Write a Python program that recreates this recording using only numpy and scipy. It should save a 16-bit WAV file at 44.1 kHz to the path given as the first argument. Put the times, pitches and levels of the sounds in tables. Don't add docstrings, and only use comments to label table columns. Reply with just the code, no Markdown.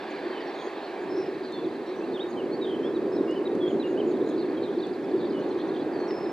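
import sys
import numpy as np
from scipy import signal
from scipy.fft import rfft, irfft
from scipy.io import wavfile
from scipy.ndimage import uniform_filter1d

SR = 44100
rng = np.random.default_rng(int(sys.argv[2]) if len(sys.argv) > 2 else 0)


def persist_wave(psi):
    counts = np.round(np.clip(psi, -1, 1) * 32767).astype(np.int16)
    wavfile.write(sys.argv[1], SR, np.atleast_2d(counts).T)


N = 278712
TIME_S = np.arange(N) / SR
BINS_HZ = np.fft.rfftfreq(N, 1 / SR)
ALONG = np.linspace(0, 1, 64)

# (time [s], level [dB])
ROAR_LEVEL = [(0.0, -37.5), (0.28, -34), (0.88, -38.5), (1.16, -29.5), (1.52, -35.5), (1.65, -29),
              (1.8, -35), (2.16, -29.5), (2.32, -34), (2.36, -30), (3.24, -26.5), (3.36, -28.5),
              (3.76, -25), (3.84, -28), (4.04, -24.5), (5.04, -32), (5.12, -27.5), (6.32, -30.5)]
# (time [s], gain [dB])
RUMBLE_GAIN = [(.75, -7), (1.1, -1.5), (3.7, -1.3), (4.3, 1), (5.1, 0.5)]
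# (time [s], rush level [dB], fan hiss level [dB])
ENGINE_LEVELS = [(0, -41, -45.5), (0.8, -41, -48), (1.5, -44, -51), (2.4, -43.5, -53.5), (4.9, -44, -53.5),
                 (6.32, -40, -52)]
# (frequency [Hz], density [dB per Hz])
ROAR_SPECTRUM = [(20, -51), (48, -56), (80, -33), (140, -22), (280, -6.5), (335, -0.5), (385, -.5),
                 (440, -8.5), (560, -15.5), (750, -29), (1500, -40), (4000, -81.5)]
RUSH_SPECTRUM = [(200, -31), (480, 0), (800, 0), (900, -3.5), (1020, -4), (1300, -10.5), (1800, -13.5),
                 (3000, -34.5), (6000, -61)]
FAN_SPECTRUM = [(700, -27), (1400, -12), (1600, 2.5), (1750, 1), (1950, -4), (2600, -4.5), (2850, -12),
                (3500, -11), (4500, -11.5), (5100, -22), (6200, -34.5), (10000, -56)]
HISS_SPECTRUM = [(20, 9), (6000, 7), (7700, 3.5), (9000, 0.5), (12000, -2.5), (14200, -5), (15400, -12.5)]
# (frequency [Hz], coherence [0-1])
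COHERENCE = [(40, .5), (65, 0.7), (110, 0.95), (330, 1), (700, 0.99), (1350, 0.85), (1700, 0.96),
             (4400, .94)]
# (frequency [Hz], level lead [dB], phase lead [rad])
LEFT_LEAD = [(65, 5, -0.7), (200, -0.4, -0.44), (450, -1, 0.061), (620, -1.7, 0.32), (850, -4, 0.12),
             (1150, -1, 0.44), (1450, -1.3, 1.15), (1910, -1, 0.29), (2600, -3, 0.6), (3400, -5.5, 0.1),
             (4400, -0.5, 0.36)]
# (time [s], level [dB], half length [s])
PUFFS = [(0.269, -28, 0.013), (0.675, -26.5, 0.0079), (1.183, -23, 0.015), (2.798, -22.5, 0.0067),
         (3.211, -14.5, 0.0038), (3.473, -21.5, 0.01), (3.639, -18.5, 0.011), (4.78, -20, 0.0064),
         (5.151, -20.5, 0.016), (6.025, -22, 0.01)]
# (time [s], level [dB], half length [s])
TICKS = [(1.524, -56, .003), (3.312, -56, .0022), (3.553, -55, 0.0028), (4.295, -58, .008),
         (4.87, -57, .002)]
# (frequency [Hz], density [dB per Hz])
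TICK_SPECTRUM = [(1000, -16), (4000, -8), (6000, 4), (8200, 0), (9500, -8), (15000, -21)]
# (mean frequency [Hz], level [dB])
WHINE = [(7800, -90), (7826, -87)]
# (time [s], length [s], level of the nearest chips [dB])
TWITTER = [(0.022, 0.87, -56), (1.301, .85, -61.5), (4.1, .85, -58), (5.05, 0.78, -59)]
# (time [s], length [s], opening [Hz], closing [Hz], level [dB])
SLURS = [(1.997, 0.057, 2480, 2800, -58), (2.11, 0.032, 3960, 4380, -61), (2.138, 0.046, 3660, 2640, -47),
         (2.19, 0.048, 2660, 3820, -45), (2.365, 0.053, 3230, 2710, -49.5),
         (2.512, 0.052, 4100, 4620, -53.5), (2.608, 0.054, 3930, 3510, -47.5),
         (2.826, .061, 3040, 3550, -50), (2.945, 0.035, 3900, 2950, -54.5), (3.272, 0.075, 2745, 3020, -52),
         (3.353, 0.04, 3120, 2910, -51), (3.452, 0.03, 3860, 2610, -49.5), (3.599, 0.09, 3456, 3196, -48.5),
         (3.675, 0.046, 3490, 2710, -50.5), (3.795, 0.042, 4020, 2900, -49),
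         (3.834, 0.048, 2860, 2790, -49.5), (3.972, 0.033, 2810, 3230, -50),
         (3.992, 0.022, 3190, 2640, -45.5), (4.568, 0.022, 3330, 3150, -53.5),
         (4.803, 0.011, 3050, 3600, -51.5), (5.785, 0.048, 3770, 4100, -62)]
# (time [s], middle pitch [Hz], level [dB])
CHIPS = [(.025, 4900, -64), (.097, 6500, -67), (1.636, 3660, -56), (2.315, 4280, -59), (4.929, 4460, -61),
         (5.037, 4870, -67), (5.294, 4470, -59), (6.238, 4100, -60)]
# (time [s], length [s], middle pitch [Hz], nominal swing rate [Hz], level [dB])
TRILLS = [(0.584, 0.046, 3560, 75, -50), (0.748, .04, 3600, 70, -57), (1.149, 0.1, 5560, 50, -64),
          (1.426, 0.069, 4330, 140, -52.5), (1.843, 0.12, 3950, 60, -58), (2.642, 0.135, 3200, 39, -50),
          (4.257, .11, 3780, 90, -60), (4.375, .058, 4220, 120, -53), (4.617, 0.063, 3860, 60, -53),
          (4.78, .05, 4250, 100, -59), (4.823, .032, 3620, 32, -48.5), (5.187, 0.085, 3710, 63, -55.5),
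          (5.576, 0.05, 3500, 85, -53.5), (5.734, 0.06, 3420, 75, -53)]
# (delay [s], middle pitch [Hz], share of fall [1], level [dB])
PHRASE = [(0, 6060, 0.12, -68.5), (.016, 4150, 0.022, -56.5), (.034, 3680, .04, -61.5)]
# (time [s], length [s], pitch that the slide opens from [Hz], held pitch [Hz], level [dB])
WHISTLES = [(0.319, 0.12, 3260, 2970, -54.5), (0.468, .045, 5700, 5450, -64),
            (0.535, 0.16, 6550, 6570, -65.5), (0.819, 0.048, 4260, 4260, -55),
            (1.005, .051, 5700, 7200, -71), (1.08, 0.2, 5300, 5180, -60), (1.509, 0.11, 4010, 3420, -53),
            (1.52, 0.058, 4160, 4270, -52.5), (1.855, 0.063, 5450, 5480, -68),
            (1.957, 0.046, 5950, 5900, -64), (2.282, 0.046, 6800, 6600, -66),
            (2.817, 0.11, 5930, 5070, -69), (3.116, 0.06, 5200, 5240, -61),
            (3.159, .042, 4940, 3680, -56.5), (3.235, 0.16, 5250, 5000, -68.5),
            (5.318, 0.12, 3210, 2900, -56.5), (5.919, .165, 5060, 4270, -58),
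            (5.99, 0.039, 5200, 6230, -71), (6.07, 0.13, 5870, 5140, -57), (6.15, 0.26, 5430, 5130, -59.5)]
# (time [s], gain on the summed modes [dB])
KNOCKS = [(0.406, -31.5), (6.107, -32)]
# (frequency [Hz], relative level [dB], t60 [s])
KNOCK_MODES = [(1000, -5, .02), (1944, -2, 0.035), (2910, -10, .02), (3660, -10, .015), (4800, -9, 0.021)]

PUFF_HZ = 363.2
CHIP_S, CHIP_FALL = 0.031, 0.16
TRILL_FALL = 0.051
SWING_HZ_PER_RATE, SWING_LIMIT_HZ = 3.8, 300
SLOW_BEND, LINGER_HZ_PER_S = 0.8, 15000
RASP_HZ, RASP_LIMIT, HOARSE_RATE_HZ = 220, 0.67, 85
PHRASE_START_S, PHRASE_EVERY_S, PHRASE_NOTE_S = 5.396, 0.091, 0.022
SETTLE_PER_NOTE, WHISTLE_LIFT = 4.5, 0.018
THIN_START_S, THIN_EVERY_S, THIN_LENGTH_S = 3.675, 0.193, 0.075
THIN_HZ, THIN_SAG, THIN_DB = 6720, 0.025, -69.5
KNOCK_RISE_S = 0.0006
EDGE_HZ = 15250


def from_db(db):
    return 10 ** (np.asarray(db) / 20)


def unit(x):
    return x / np.sqrt(np.mean(x ** 2) + 1e-20)


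def at_hz(points, hz):
    f_hz, value = np.transpose(points)
    return np.interp(np.log(hz + 1), np.log(f_hz + 1), value)


def tint(x, spectrum):
    return unit(irfft(rfft(x) * from_db(at_hz(spectrum, BINS_HZ)), N))


def drift(rate_hz):
    white = rfft(rng.standard_normal(N))
    return unit(irfft(white / (1 + (BINS_HZ / rate_hz) ** 4), N))


def add(track, s, sound):
    part = track[max(round(s * SR), 0):][:len(sound)]
    part += sound[:len(part)]


def at_microphones(pair):
    a, b = rfft(pair)
    angle = np.arccos(np.clip(at_hz(COHERENCE, BINS_HZ), -1, 1)) / 2
    shared, apart = a * np.cos(angle), b * np.sin(angle)
    ports = np.array(LEFT_LEAD)
    level = from_db(at_hz(ports[:, [0, 1]], BINS_HZ) / 2)
    phase = np.exp(0.5j * at_hz(ports[:, [0, 2]], BINS_HZ))
    lead = level * phase
    return irfft(np.array([(shared + apart) * lead, (shared - apart) / lead]), N)


def turbulence(spectrum, patchy_db, flutter_db, flutter_hz):
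    z = signal.stft(rng.standard_normal((2, N)), nperseg=1024, noverlap=768)[2]
    patches = uniform_filter1d(rng.standard_normal(z.shape[1:]), size=7, axis=0)
    patches = unit(uniform_filter1d(patches, size=16, axis=1))
    patchy = z * from_db(patchy_db * patches)
    pair = signal.istft(patchy, nperseg=1024, noverlap=768)[1][:, :N]
    flow = tint(at_microphones(pair), spectrum)
    return unit(flow * from_db(flutter_db * drift(flutter_hz)))


def with_puffs(roar, puff_trim_db=-1, wander=0.0696, takeover=0.31):
    hz = PUFF_HZ * (1 + wander * drift(80))
    swing = unit(np.sin(2 * np.pi * np.cumsum(hz) / SR))
    for s, level_db, half_s in PUFFS:
        bump = np.exp(-((TIME_S - s) / half_s) ** 2)
        roar = roar * (1 - takeover * bump) + from_db(level_db + puff_trim_db) * bump * swing
    return roar


def exhaust(bass_hz=175):
    roar = turbulence(ROAR_SPECTRUM, patchy_db=0.98, flutter_db=0.5, flutter_hz=30)
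    roar /= np.sqrt(uniform_filter1d((roar ** 2).mean(0), size=6000))
    bass = irfft(rfft(roar) / (1 + (BINS_HZ / bass_hz) ** 4), N)
    rumble_gain = from_db(np.interp(TIME_S, *np.transpose(RUMBLE_GAIN)))
    roar = roar + bass * (rumble_gain - 1)
    level_db = np.interp(TIME_S, *np.transpose(ROAR_LEVEL))
    return with_puffs(roar * from_db(level_db))


def engine_air(rush_trim_db=1.5, fan_trim_db=1):
    s, rush_db, fan_db = np.transpose(ENGINE_LEVELS)
    rush = turbulence(RUSH_SPECTRUM, patchy_db=1.0, flutter_db=0.4, flutter_hz=12)
    fans = turbulence(FAN_SPECTRUM, patchy_db=1.4, flutter_db=0.0, flutter_hz=10)
    rush_gain = from_db(np.interp(TIME_S, s, rush_db) + rush_trim_db)
    fan_gain = from_db(np.interp(TIME_S, s, fan_db) + fan_trim_db)
    return rush * rush_gain + fans * fan_gain


def camera(hiss_db=-64.5, tick_trim_db=-1, whine_wander_hz=3):
    hiss = from_db(hiss_db) * tint(rng.standard_normal((2, N)), HISS_SPECTRUM)
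    whine = np.zeros(N)
    for mean_hz, level_db in WHINE:
        hz = mean_hz + whine_wander_hz * drift(2)
        whine += from_db(level_db) * unit(np.sin(2 * np.pi * np.cumsum(hz) / SR))
    taps = np.zeros(N)
    for s, level_db, half_s in TICKS:
        taps += from_db(level_db + tick_trim_db) * np.exp(-((TIME_S - s) / half_s) ** 2)
    return hiss + whine + taps * tint(rng.standard_normal((2, N)), TICK_SPECTRUM)


def falling(hz, share):
    return hz * (1 + share) ** (1 - 2 * ALONG)


def note(length_s, pitches_hz, swing_hz=0, swing_rate_hz=0, slowing=0.4, peaked=0.37, uneven_db=2.5, count=6):
    t = np.arange(int(length_s * SR)) / SR
    along = t / t[-1]
    vigour = 1 + slowing * (1 - 2 * along)
    stumble_db = uneven_db * np.interp(along, np.linspace(0, 1, count), rng.standard_normal(count))
    rate_hz = swing_rate_hz * np.sqrt(vigour) * from_db(stumble_db)
    trill_hz = vigour * swing_hz * np.sin(2 * np.pi * np.cumsum(rate_hz) / SR)
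    hz = np.interp(along, ALONG, pitches_hz) + trill_hz
    swell = np.sin(np.pi * along).clip(0) ** peaked * signal.windows.tukey(len(t), 0.2)
    return unit(np.sin(2 * np.pi * np.cumsum(hz) / SR) * swell)


def rasped(sound, rasp):
    share = np.clip(rasp, 0, 1)
    smoothing = signal.windows.hann(int(SR / RASP_HZ))
    flicker = signal.fftconvolve(rng.standard_normal((2, SR // 4)), smoothing[None], "same", axes=1)
    a, b = unit(flicker)[:, :len(sound)] * np.sqrt(share / 2)
    return unit((signal.hilbert(sound) * (np.sqrt(1 - share) + a + 1j * b)).real)


def off_axis(x, lean_db=-1.5, lead_s=2.4e-5):
    lead = from_db(lean_db / 2) * np.exp(1j * np.pi * BINS_HZ * lead_s)
    return irfft(rfft(x) * np.array([lead, 1 / lead]), N)


def open_field(x, wet_db, t60_s):
    t = np.arange(SR // 2) / SR
    sparse = rng.random((2, len(t))) < 1500 / SR
    taps = rng.standard_normal((2, len(t))) * sparse * from_db(-60 * t / t60_s)
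    taps /= np.linalg.norm(taps, axis=1, keepdims=True)
    return off_axis(x) + from_db(wet_db) * signal.fftconvolve(x[None], taps, axes=1)[:, :N]


def hedge_echo(song, delay_s=0.056, echo_db=-14):
    return song + from_db(echo_db) * np.pad(song, (round(delay_s * SR), 0))[:N]


def far_birds(low_hz=3200, high_hz=4600, fall=0.13, rising_share=0.32, spread_db=6,
              swing_hz=300, swing_rate_hz=90, rasp=0.35, count=40):
    chatter = np.zeros(N)
    for start_s, length_s, level_db in TWITTER:
        for k, (when, height, size, steep, distance, burr) in enumerate(rng.random((count, 6))):
            glide_hz = falling(low_hz + height * (high_hz - low_hz), fall * (steep - rising_share))
            chip = rasped(note(0.011 + 0.022 * size, glide_hz, burr * swing_hz, swing_rate_hz), rasp)
            s = start_s + length_s * (k + when) / count
            add(chatter, s, from_db(level_db - spread_db * distance) * chip)
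    return open_field(chatter, wet_db=-8.5, t60_s=0.22)


def slur(length_s, opening_hz, closing_hz):
    span_hz = abs(closing_hz - opening_hz)
    from_top = ALONG if opening_hz > closing_hz else 1 - ALONG
    bend = SLOW_BEND + (span_hz / length_s / LINGER_HZ_PER_S) ** 2
    return max(opening_hz, closing_hz) - span_hz * from_top ** bend


def near_birds(slur_trim_db=1, chip_trim_db=1, phrase_rasp=0.3, waver_db=1.5, waver_hz=60,
               quiver_rad=0.7, quiver_hz=45, count=4):
    song = np.zeros(N)
    for s, length_s, opening_hz, closing_hz, level_db in SLURS:
        slurred = note(length_s, slur(length_s, opening_hz, closing_hz))
        add(song, s, from_db(level_db + slur_trim_db) * slurred)
    for s, hz, level_db in CHIPS:
        add(song, s, from_db(level_db + chip_trim_db) * note(CHIP_S, falling(hz, CHIP_FALL)))
    for s in PHRASE_START_S + PHRASE_EVERY_S * np.arange(count):
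        for delay_s, hz, fall, level_db in PHRASE:
            step = rasped(note(PHRASE_NOTE_S, falling(hz, fall)), phrase_rasp)
            add(song, s + delay_s, from_db(level_db) * step)
    for s, length_s, hz, rate_hz, level_db in TRILLS:
        swing_hz = min(SWING_HZ_PER_RATE * rate_hz, SWING_LIMIT_HZ)
        trill = note(length_s, falling(hz, TRILL_FALL), swing_hz, rate_hz)
        rasp = RASP_LIMIT * min(rate_hz / HOARSE_RATE_HZ, 1) ** 2
        add(song, s, from_db(level_db) * rasped(trill, rasp))
    song = (signal.hilbert(song) * np.exp(1j * quiver_rad * drift(quiver_hz))).real
    wavering = song * from_db(waver_db * drift(waver_hz))
    return open_field(hedge_echo(wavering), wet_db=-11.0, t60_s=0.24)


def settling(opening_hz, held_hz):
    lifted_hz = held_hz * (1 + WHISTLE_LIFT * ALONG ** 3)
    return lifted_hz + (opening_hz - held_hz) * np.exp(-SETTLE_PER_NOTE * ALONG)


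def whistling_birds(waver_db=1.8, waver_hz=40, count=4):
    song = np.zeros(N)
    for s, length_s, opening_hz, held_hz, level_db in WHISTLES:
        add(song, s, from_db(level_db) * note(length_s, settling(opening_hz, held_hz)))
    for s in THIN_START_S + THIN_EVERY_S * np.arange(count):
        add(song, s, from_db(THIN_DB) * note(THIN_LENGTH_S, falling(THIN_HZ, THIN_SAG)))
    wavering = song * from_db(waver_db * drift(waver_hz))
    return open_field(hedge_echo(wavering), wet_db=-9, t60_s=0.46)


def knocks():
    t = np.arange(SR // 10) / SR
    ring = np.zeros(len(t))
    for hz, level_db, t60_s in KNOCK_MODES:
        ring += from_db(level_db - 60 * t / t60_s) * np.sin(2 * np.pi * hz * t)
    ring *= 1 - np.exp(-t / KNOCK_RISE_S)
    track = np.zeros(N)
    for s, gain_db in KNOCKS:
        add(track, s, from_db(gain_db) * ring)
    return track


def scene():
    aircraft = exhaust() + engine_air()
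    birds = far_birds() + near_birds() + whistling_birds()
    return aircraft + camera() + birds + knocks()


def record(dry):
    low_pass = signal.firwin(401, EDGE_HZ, window=("kaiser", 9), fs=SR)
    return signal.oaconvolve(dry, low_pass[None], "same")


dry = scene()
out = record(dry)
persist_wave(out)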